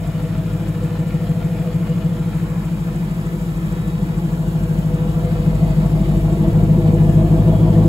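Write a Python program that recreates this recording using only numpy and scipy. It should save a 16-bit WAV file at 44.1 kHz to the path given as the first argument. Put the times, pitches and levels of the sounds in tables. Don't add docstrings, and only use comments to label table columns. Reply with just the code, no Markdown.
import sys
import numpy as np
from scipy import signal
from scipy.fft import rfft, irfft, next_fast_len
from scipy.io import wavfile
from scipy.ndimage import uniform_filter1d, minimum_filter1d, map_coordinates

SR = 44100
rng = np.random.default_rng(int(sys.argv[2]) if len(sys.argv) > 2 else 0)


def waveform_to_disk(signal):
    frames = np.transpose(np.atleast_2d(signal))
    scaled = np.clip(frames, -1, 1) * 32767
    samples = np.round(scaled).astype(np.int16)
    wavfile.write(sys.argv[1], SR, samples)


N = 347508


def amp(db):
    return 10 ** (np.asarray(db) / 20)


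def unit(x):
    return x / np.sqrt(np.mean(x ** 2) + 1e-20)


def along(points, hz):
    f, value = np.transpose(points)
    return np.interp(np.log(hz + 1), np.log(f + 1), value)


def curves(rows):
    t_s, *columns = np.transpose(rows)
    return [np.interp(np.arange(N) / SR, t_s, column) for column in columns]


def wobble(knots_per_s):
    knots = rng.standard_normal(int(N * knots_per_s / SR) + 4)
    return map_coordinates(knots, [np.arange(N) * knots_per_s / SR])


def filtered(x, response):
    m = next_fast_len(N + SR // 2)
    return irfft(rfft(x, m) * response(np.fft.rfftfreq(m, 1 / SR)), m)[..., :N]


def resonance(f, centre_hz, width_hz):
    return 1j * f * width_hz / (centre_hz ** 2 - f * f + 1j * f * width_hz)


def ringing(modes, f):
    return sum(amp(db) * resonance(f, hz, width_hz) ** 2 for hz, width_hz, db in modes)


def spectrum(points):
    return lambda f: amp(along(points, f))


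def alike(hz):
    # f/Hz, correlation
    likeness = [(60, 0.83), (300, 0.98), (640, 0.78), (1400, 0.4), (3500, 0.28), (6000, 0.16)]
    return along(likeness, hz)


def noise(response, likeness, gate=1):
    turn = lambda hz: np.arccos(np.clip(likeness(hz), -1, 1)) / 2
    split = lambda hz: response(hz) * [np.cos(turn(hz)), np.sin(turn(hz))]
    mid, side = filtered(gate * rng.standard_normal((2, N)), split)
    return unit(np.array([mid + side, mid - side]))


def place():
    # t/s, place
    walk = [(0, 0), (2.2, .1), (3.2, 1.0), (4.6, 1.0), (5.7, 2.0), (7.88, 2.0)]
    return curves(walk)[0]


def by_place(values):
    return np.interp(place(), range(3), values)


def in_cycle(cycles, bumps):
    offset = lambda at: (cycles - at + .5) % 1 - .5
    return sum(db * np.exp(-(offset(at) / span) ** 2) for at, span, db in bumps)


def exhaust(cycles):
    levels = [(0, -21.5, -32.5, -30, -39, -35.5), (.7, -23, -33, -29.5, -33, -31),
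              (1.3, -21, -34, -31.5, -36, -31), (2.0, -20, -34.5, -34, -35, -30.5),
              (2.7, -22.5, -32.5, -35, -35, -38), (3.3, -22, -32, -38.5, -33, -34.5),
              (4.0, -21.5, -31, -33, -30.5, -36), (4.7, -19, -29.5, -32, -31.5, -32.5),
              (5.3, -19, -25.5, -28, -32, -27), (5.8, -16, -23, -31, -29, -30.5),
              (6.3, -16.5, -21.5, -29, -26, -31.5), (6.7, -13.5, -23.5, -20.5, -25, -25.5),
              (7.25, -14, -21, -22.5, -23.5, -27.5), (7.88, -13.5, -23, -17.5, -21.5, -24)]
    bark_db, firing_db, octave_db, second_db, third_db = curves(levels)
    trains = blow_trains(cycles)
    barking = bark(trains) + drone(cycles)
    mono = amp(bark_db - 1.2 + .4 * wobble(3)) * barking
    mono = mono + np.sqrt(2) * firing_tones(cycles, firing_db, octave_db) + buffet(firing_db)
    quadrature = filtered(mono, lambda f: .06j * np.ones_like(f))
    low = mono * amp([[.9], [-.9]]) + quadrature * [[1], [-1]]
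    low = low + amp(second_db) * second_mode(cycles, trains)
    return low + overtones(cycles, trains, third_db) + rumble(cycles, bark_db)


def blow_trains(cycles):
    # moment/cycle, size/dB before spread
    patterns = [
        [(0.079, -12.2), (0.109, -7.6), (0.139, -9.2), (0.306, -6.0), (0.479, 0.0), (0.564, -1.9),
         (0.613, -8.7), (0.718, -6.5), (0.87, -9.8), (0.937, -9.6), (0.985, -1.6)],
        [(0.109, -7.7), (0.171, -10.0), (0.239, -6.9), (0.302, -4.3), (0.477, -1.4), (0.49, -6.4),
         (0.559, -3.4), (0.609, -8.3), (0.755, -3.5), (0.867, -1.8), (0.983, 0.0)],
        [(0.116, -7.1), (0.178, -8.5), (0.206, -4.2), (0.275, -9.9), (0.444, 0.0), (0.522, -7.0), (0.713, -7.4),
         (0.828, -6.3), (0.898, -6.4), (0.914, -6.0), (0.947, -2.7)],
        [(0.029, -7.1), (0.086, -8.3), (0.152, -12.4), (0.281, -8.7), (0.308, -10.0), (0.448, 0.0),
         (0.675, -7.6), (0.87, -7.2), (0.922, -5.4), (0.943, -6.4), (0.955, -1.4)],
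        [(0.031, -5.6), (0.088, -6.0), (0.115, -6.6), (0.244, -3.6), (0.27, -9.9), (0.449, 0.0), (0.697, -7.8),
         (0.718, -4.4), (0.869, -1.1), (0.881, -9.7), (0.958, -3.0)],
    ]
    return np.array([blows(cycles, pattern) for pattern in patterns])


def blows(cycles, pattern):
    scatter_db, drift_db, jitter_s = 1.0, 1.0, .00015
    share, size_db = np.transpose(pattern)
    moment = np.arange(-1, int(cycles[-1]) + 1)[:, None] + share
    jitter, scatter, drift = rng.standard_normal((3,) + moment.shape)
    size_db = size_db + drift_db * unit(uniform_filter1d(drift, size=5, axis=0))
    size_db = size_db + scatter_db * scatter
    at = np.interp(moment, cycles, np.arange(N), left=-N, right=-N) + jitter_s * SR * jitter
    inside = (at >= 0) & (at < N - 1)
    return np.bincount(at[inside].astype(int), amp(size_db)[inside], N)


def struck(trains, response):
    spots_s = (.84, 2.5, 4.25, 5.55, 6.94)
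    spot = np.interp(np.arange(N) / SR, spots_s, range(len(spots_s)))
    share = np.clip(1 - abs(spot - np.arange(len(spots_s))[:, None]), 0, 1)
    rings = filtered(trains, response)
    return unit(sum(part * unit(ring) for part, ring in zip(share, rings)))


def bark(trains):
    # f/Hz, width/Hz, level/dB, polarity
    shoulders = [(177.7, 30, -9, 1), (205, 25, -9, -1)]

    def pipe(f):
        ring = resonance(f, 156.5, 46) ** 2
        ring = ring + sum(sign * amp(db) * resonance(f, hz, w) for hz, w, db, sign in shoulders)
        silencer = 1 - resonance(f, 237.6, 57)
        return ring * silencer * np.exp(-(f / 480) ** 2)

    return struck(trains, pipe)


def drone(cycles):
    # level/dB re bark at the wing, door, tip
    drone_db = [(-12, -11, -10), (-10, -13, -30)]
    drone_lead_rad = [(2.5, 1.5, .7), (1.4, 1.5, .6)]
    turn = 2 * np.pi * cycles
    return sum(np.sqrt(2) * amp(by_place(db)) * np.cos(order * turn + by_place(lead_rad))
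               for order, db, lead_rad in zip((24, 26), drone_db, drone_lead_rad))


def firing_tones(cycles, firing_db, octave_db):
    side_orders = [(5, -2.9), (6, -1.2), (7, 2.9), (10, 1.0), (11, -2.7), (46, -1.2)]
    # level/dB re firing tone at the wing, door, tip, before wander
    side_db = [(-28, -24, -22), (-19, -18, -17), (-6, -6, -11), (-25, -25, -19), (-15, -14, -16),
               (-10.5, -17, -25)]
    wander_db = (1.2, 1.5, 2.5)
    turn = 2 * np.pi * cycles
    tones = np.cos(8 * turn)
    for (order, lead_rad), db in zip(side_orders, side_db):
        level_db = by_place(db) + by_place(wander_db) * wobble(2.63)
        tones = tones + amp(level_db) * np.cos(order * turn + lead_rad)
    octave = np.cos(16 * turn + by_place((3.2, 3.2, 1.0)))
    tones = amp(firing_db) * tones + amp(octave_db) * octave
    return tones * amp(.6 * wobble(5))


def buffet(firing_db):
    # f/Hz, density/dB
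    jet_points = [(18, -30), (28, -8), (42, 0), (62, -5), (90, -10), (130, -40), (200, -120)]
    level_db = firing_db + by_place((-16, -17, -11)) + 3 * wobble(3)
    return amp(level_db) * unit(filtered(rng.standard_normal(N), spectrum(jet_points)))


def tilted(modes):
    first_hz = modes[0][0]
    return lambda f: ringing(modes, f) * resonance(f, 1.72 * first_hz, 2.0 * first_hz)


def second_mode(cycles, trains):
    second_modes = [(283, 125, 3.5), (329.2, 41.7, 11.5)]
    # centre/cycle, length/cycle, lift/dB before depth
    puffs = [(.09, .035, 4), (.25, .09, -4), (.42, .05, 6), (.78, .045, 5), (.96, .04, -3)]
    late_s = .00156

    def rung(f):
        return resonance(f, 325, 39) ** 2 * np.exp(-2j * np.pi * f * late_s - (f / 1400) ** 2)

    gate = amp(by_place((.3, .3, 1.3)) * in_cycle(cycles, puffs))
    return amp(-9.5) * struck(trains, rung) + amp(-4.0) * noise(tilted(second_modes), alike, gate)


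def overtones(cycles, trains, third_db):
    # f/Hz, width/Hz per pass, level/dB before tilt
    modes = [(437.3, 59, -10), (488.8, 34.6, 2), (645.2, 42, -4.5), (691, 17, -6.5), (828, 132, -11),
             (970.4, 53, -12.5), (1112, 33, -15)]
    # centre/cycle, length/cycle, lift/dB before depth
    flow_bumps = [(.25, .08, 3.5), (.46, .03, 2.5), (.7, .07, -4.5), (.97, .05, 3.5)]
    # t/s, 4th mode level/dB, higher modes level/dB
    upper_levels = [(0, -39, -47.5), (.8, -45, -47.5), (1.6, -39.5, -48), (2.4, -47.5, -47),
                    (3.2, -46.5, -47), (4.0, -45.5, -45), (4.8, -41.5, -44.5), (5.3, -38, -45),
                    (5.8, -35.5, -42), (6.3, -35, -42), (6.8, -35.5, -40), (7.3, -33, -40),
                    (7.88, -31.5, -37.5)]
    flow = amp(by_place((.4, .5, 1.1)) * in_cycle(cycles, flow_bumps))
    third_pipe = tilted(modes[:2])
    third = amp(-11.5) * struck(trains, third_pipe) + noise(third_pipe, alike, flow)
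    fourth_db, higher_db = curves(upper_levels)
    fourth = amp(fourth_db) * noise(tilted(modes[2:4]), alike, flow)
    higher = amp(higher_db) * noise(tilted(modes[4:]), alike, flow)
    return amp(third_db - 5.5) * third + fourth + higher


def rumble(cycles, bark_db):
    # f/Hz, density/dB
    rumble_points = [(25, -33), (42, -32), (75, -19), (120, 1.5), (145, -13), (165, -4.5), (205, -1),
                     (235, -10.5), (270, -11.5), (420, -26), (900, -35), (1500, -88)]
    swell = amp(in_cycle(cycles, [(.28, .14, 4)]))
    return amp(bark_db + by_place((-11, -10, -8.5))) * noise(spectrum(rumble_points), alike, swell)


def engine_bay(cycles):
    # f/Hz, density/dB
    clatter_points = [(600, -0.5), (850, -3), (1300, -2.5), (1600, -6.5), (1800, -6), (2150, -8.5),
                      (2400, -8.5), (2650, -13), (3000, -65)]
    # f/Hz, density/dB
    whirr_points = [(2200, -17.5), (2900, -2.5), (3400, -6.5), (4200, -9.5), (5500, -15.5), (6200, -24),
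                    (7000, -68)]
    clatter = bay_noise(cycles, clatter_points, (-40.5, -39.5, -38), .4)
    whirr = bay_noise(cycles, whirr_points, (-50, -50, -48), .8)
    taps = tappets()
    aside = bay_aside()
    taps = (1 - aside) * taps + aside * filtered(taps, left_late)
    taps = amp(by_place((-51.5, -52.5, -53))) * taps
    return clatter + whirr + taps + whines(cycles) + hiss(cycles)


def bay_aside():
    return np.clip(place(), 0, 1)


def left_late(f):
    return np.exp(1j * np.pi * f * 10 / SR * np.array([[-1], [1]]))


def bay_noise(cycles, points, level_db, pan_db):
    aside = bay_aside()
    ahead, beside = (uneven(noise(spectrum(points), alike), 2.6) for _ in range(2))
    mix = np.sqrt(1 - aside) * ahead + np.sqrt(aside) * filtered(beside, left_late)
    rockers_db = (1 - aside) * in_cycle(cycles, [(.36, .1, 2.5)])
    flicker_db = .34 * wobble(10.0) + .8 * wobble(60)
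    return amp(by_place(level_db) + flicker_db + rockers_db + [[pan_db], [-pan_db]]) * mix


def uneven(x, depth_db):
    z = signal.stft(x, nperseg=2048)[2]
    field = uniform_filter1d(rng.standard_normal(z.shape[1:]), size=4, axis=0)
    field = uniform_filter1d(field, size=7, axis=1)
    return unit(signal.istft(z * amp(depth_db * unit(field)), nperseg=2048)[1][:, :N])


def tappets():
    # f/Hz, width/Hz per pass, level/dB
    gear_modes = [(1380, 380, 4.5), (1765, 340, 4), (2050, 200, 2.5), (2360, 310, 1.5), (3270, 650, -6.5),
                  (4470, 950, -10.5)]
    taps_per_s, spread_db = 150, 17
    at, size, pan = rng.random((int(taps_per_s * N / SR), 3)).T
    at, size = (at * (N - 1)).astype(int), amp(spread_db * size ** 2)
    left = np.bincount(at, size * np.cos(pan * np.pi / 2), N)
    right = np.bincount(at, size * np.sin(pan * np.pi / 2), N)
    return unit(filtered(np.array([left, right]), lambda f: ringing(gear_modes, f)))


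def whines(cycles):
    # order/cycle, width/Hz, level/dB before pan, from t/s, to t/s
    belt_tones = [(266, 22, -59, 0, 3.8), (266, 22, -63, 3.8, 7.88), (212, 26, -57, 0, 2.8),
                  (368, 45, -60, 0, 2.7), (502, 30, -65, 1.8, 7.3), (503, 20, -59, 7.4, 7.88)]
    # t/s, level/dB before wobble and pan
    whistle_levels = [(0, -68), (.5, -64), (1.9, -68), (2.5, -64), (3.4, -65), (3.65, -62), (3.75, -57),
                      (3.9, -57), (4.0, -62), (4.15, -62), (4.9, -71), (5.3, -63), (5.9, -62), (6.18, -58),
                      (6.26, -63), (6.35, -59), (6.55, -66), (6.7, -61), (7.1, -66), (7.88, -64)]
    t = np.arange(N) / SR
    turn = 2 * np.pi * cycles

    def fade(start_s, end_s):
        edge_s = np.minimum(t - start_s, end_s - t)
        return np.clip(edge_s * 5 + .5 + (start_s == 0), 0, 1)

    def breathy(order, width_hz):
        return unit(wobble(width_hz) * np.cos(order * turn) + wobble(width_hz) * np.sin(order * turn))

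    belts = sum(amp(db) * fade(*span) * np.array([breathy(order, w), breathy(order, w)])
                for order, w, db, *span in belt_tones)
    whistle_db = curves(whistle_levels)[0] + 1.5 * wobble(15)
    whistle = np.sqrt(2) * amp(whistle_db) * np.cos(577 * turn + .8 * wobble(25))
    return amp([[1.5], [-1.5]]) * (belts + whistle)


def hiss(cycles):
    # f/Hz, density/dB
    hiss_points = [(4500, -12.5), (6300, -9), (7600, -4), (9000, -8.5), (12000, -6), (15700, -10)]
    # centre/cycle, length/cycle, lift/dB
    ticks = [(.51, .04, 7), (.11, .025, 2.5)]
    air = noise(spectrum(hiss_points), lambda hz: .92 + 0 * hz)
    cover = filtered(air, lambda f: resonance(f, 7900, 1900))
    air = air + (amp(in_cycle(cycles, ticks)) - 1) * cover
    air = amp(.3 * wobble(8) + .6 * wobble(50)) * air
    ports = lambda f: np.exp(1j * np.pi * (f - 6900) / 4350 * np.array([[-1], [1]]))
    return amp(by_place((-48, -47, -46.5))) * filtered(air, ports)


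def scene():
    # t/s, crank speed/rpm
    idle_speed = [(0.0, 774.1), (0.38, 788.2), (0.75, 784.3), (1.13, 790.6), (1.5, 797.0), (1.88, 802.9),
                  (2.25, 785.6), (2.63, 790.2), (3.0, 783.2), (3.38, 785.2), (3.75, 787.2), (4.13, 792.8),
                  (4.5, 787.2), (4.88, 777.9), (5.25, 789.2), (5.63, 783.4), (6.0, 768.1), (6.38, 775.9),
                  (6.75, 791.7), (7.13, 773.9), (7.5, 792.2), (7.88, 790.6)]
    start_cycle = .0201
    cycles = start_cycle + np.cumsum(curves(idle_speed)[0]) / 120 / SR
    return exhaust(cycles) + engine_bay(cycles)


def record(dry):
    ceiling, top_hz = .9, 15730
    needed = np.minimum(1, ceiling / (np.abs(dry).max(axis=0) + 1e-9))
    gain = uniform_filter1d(minimum_filter1d(needed, size=SR // 50), size=SR // 100)
    return filtered(dry * gain, lambda hz: hz < top_hz)


dry = scene()
out = record(dry)
waveform_to_disk(out)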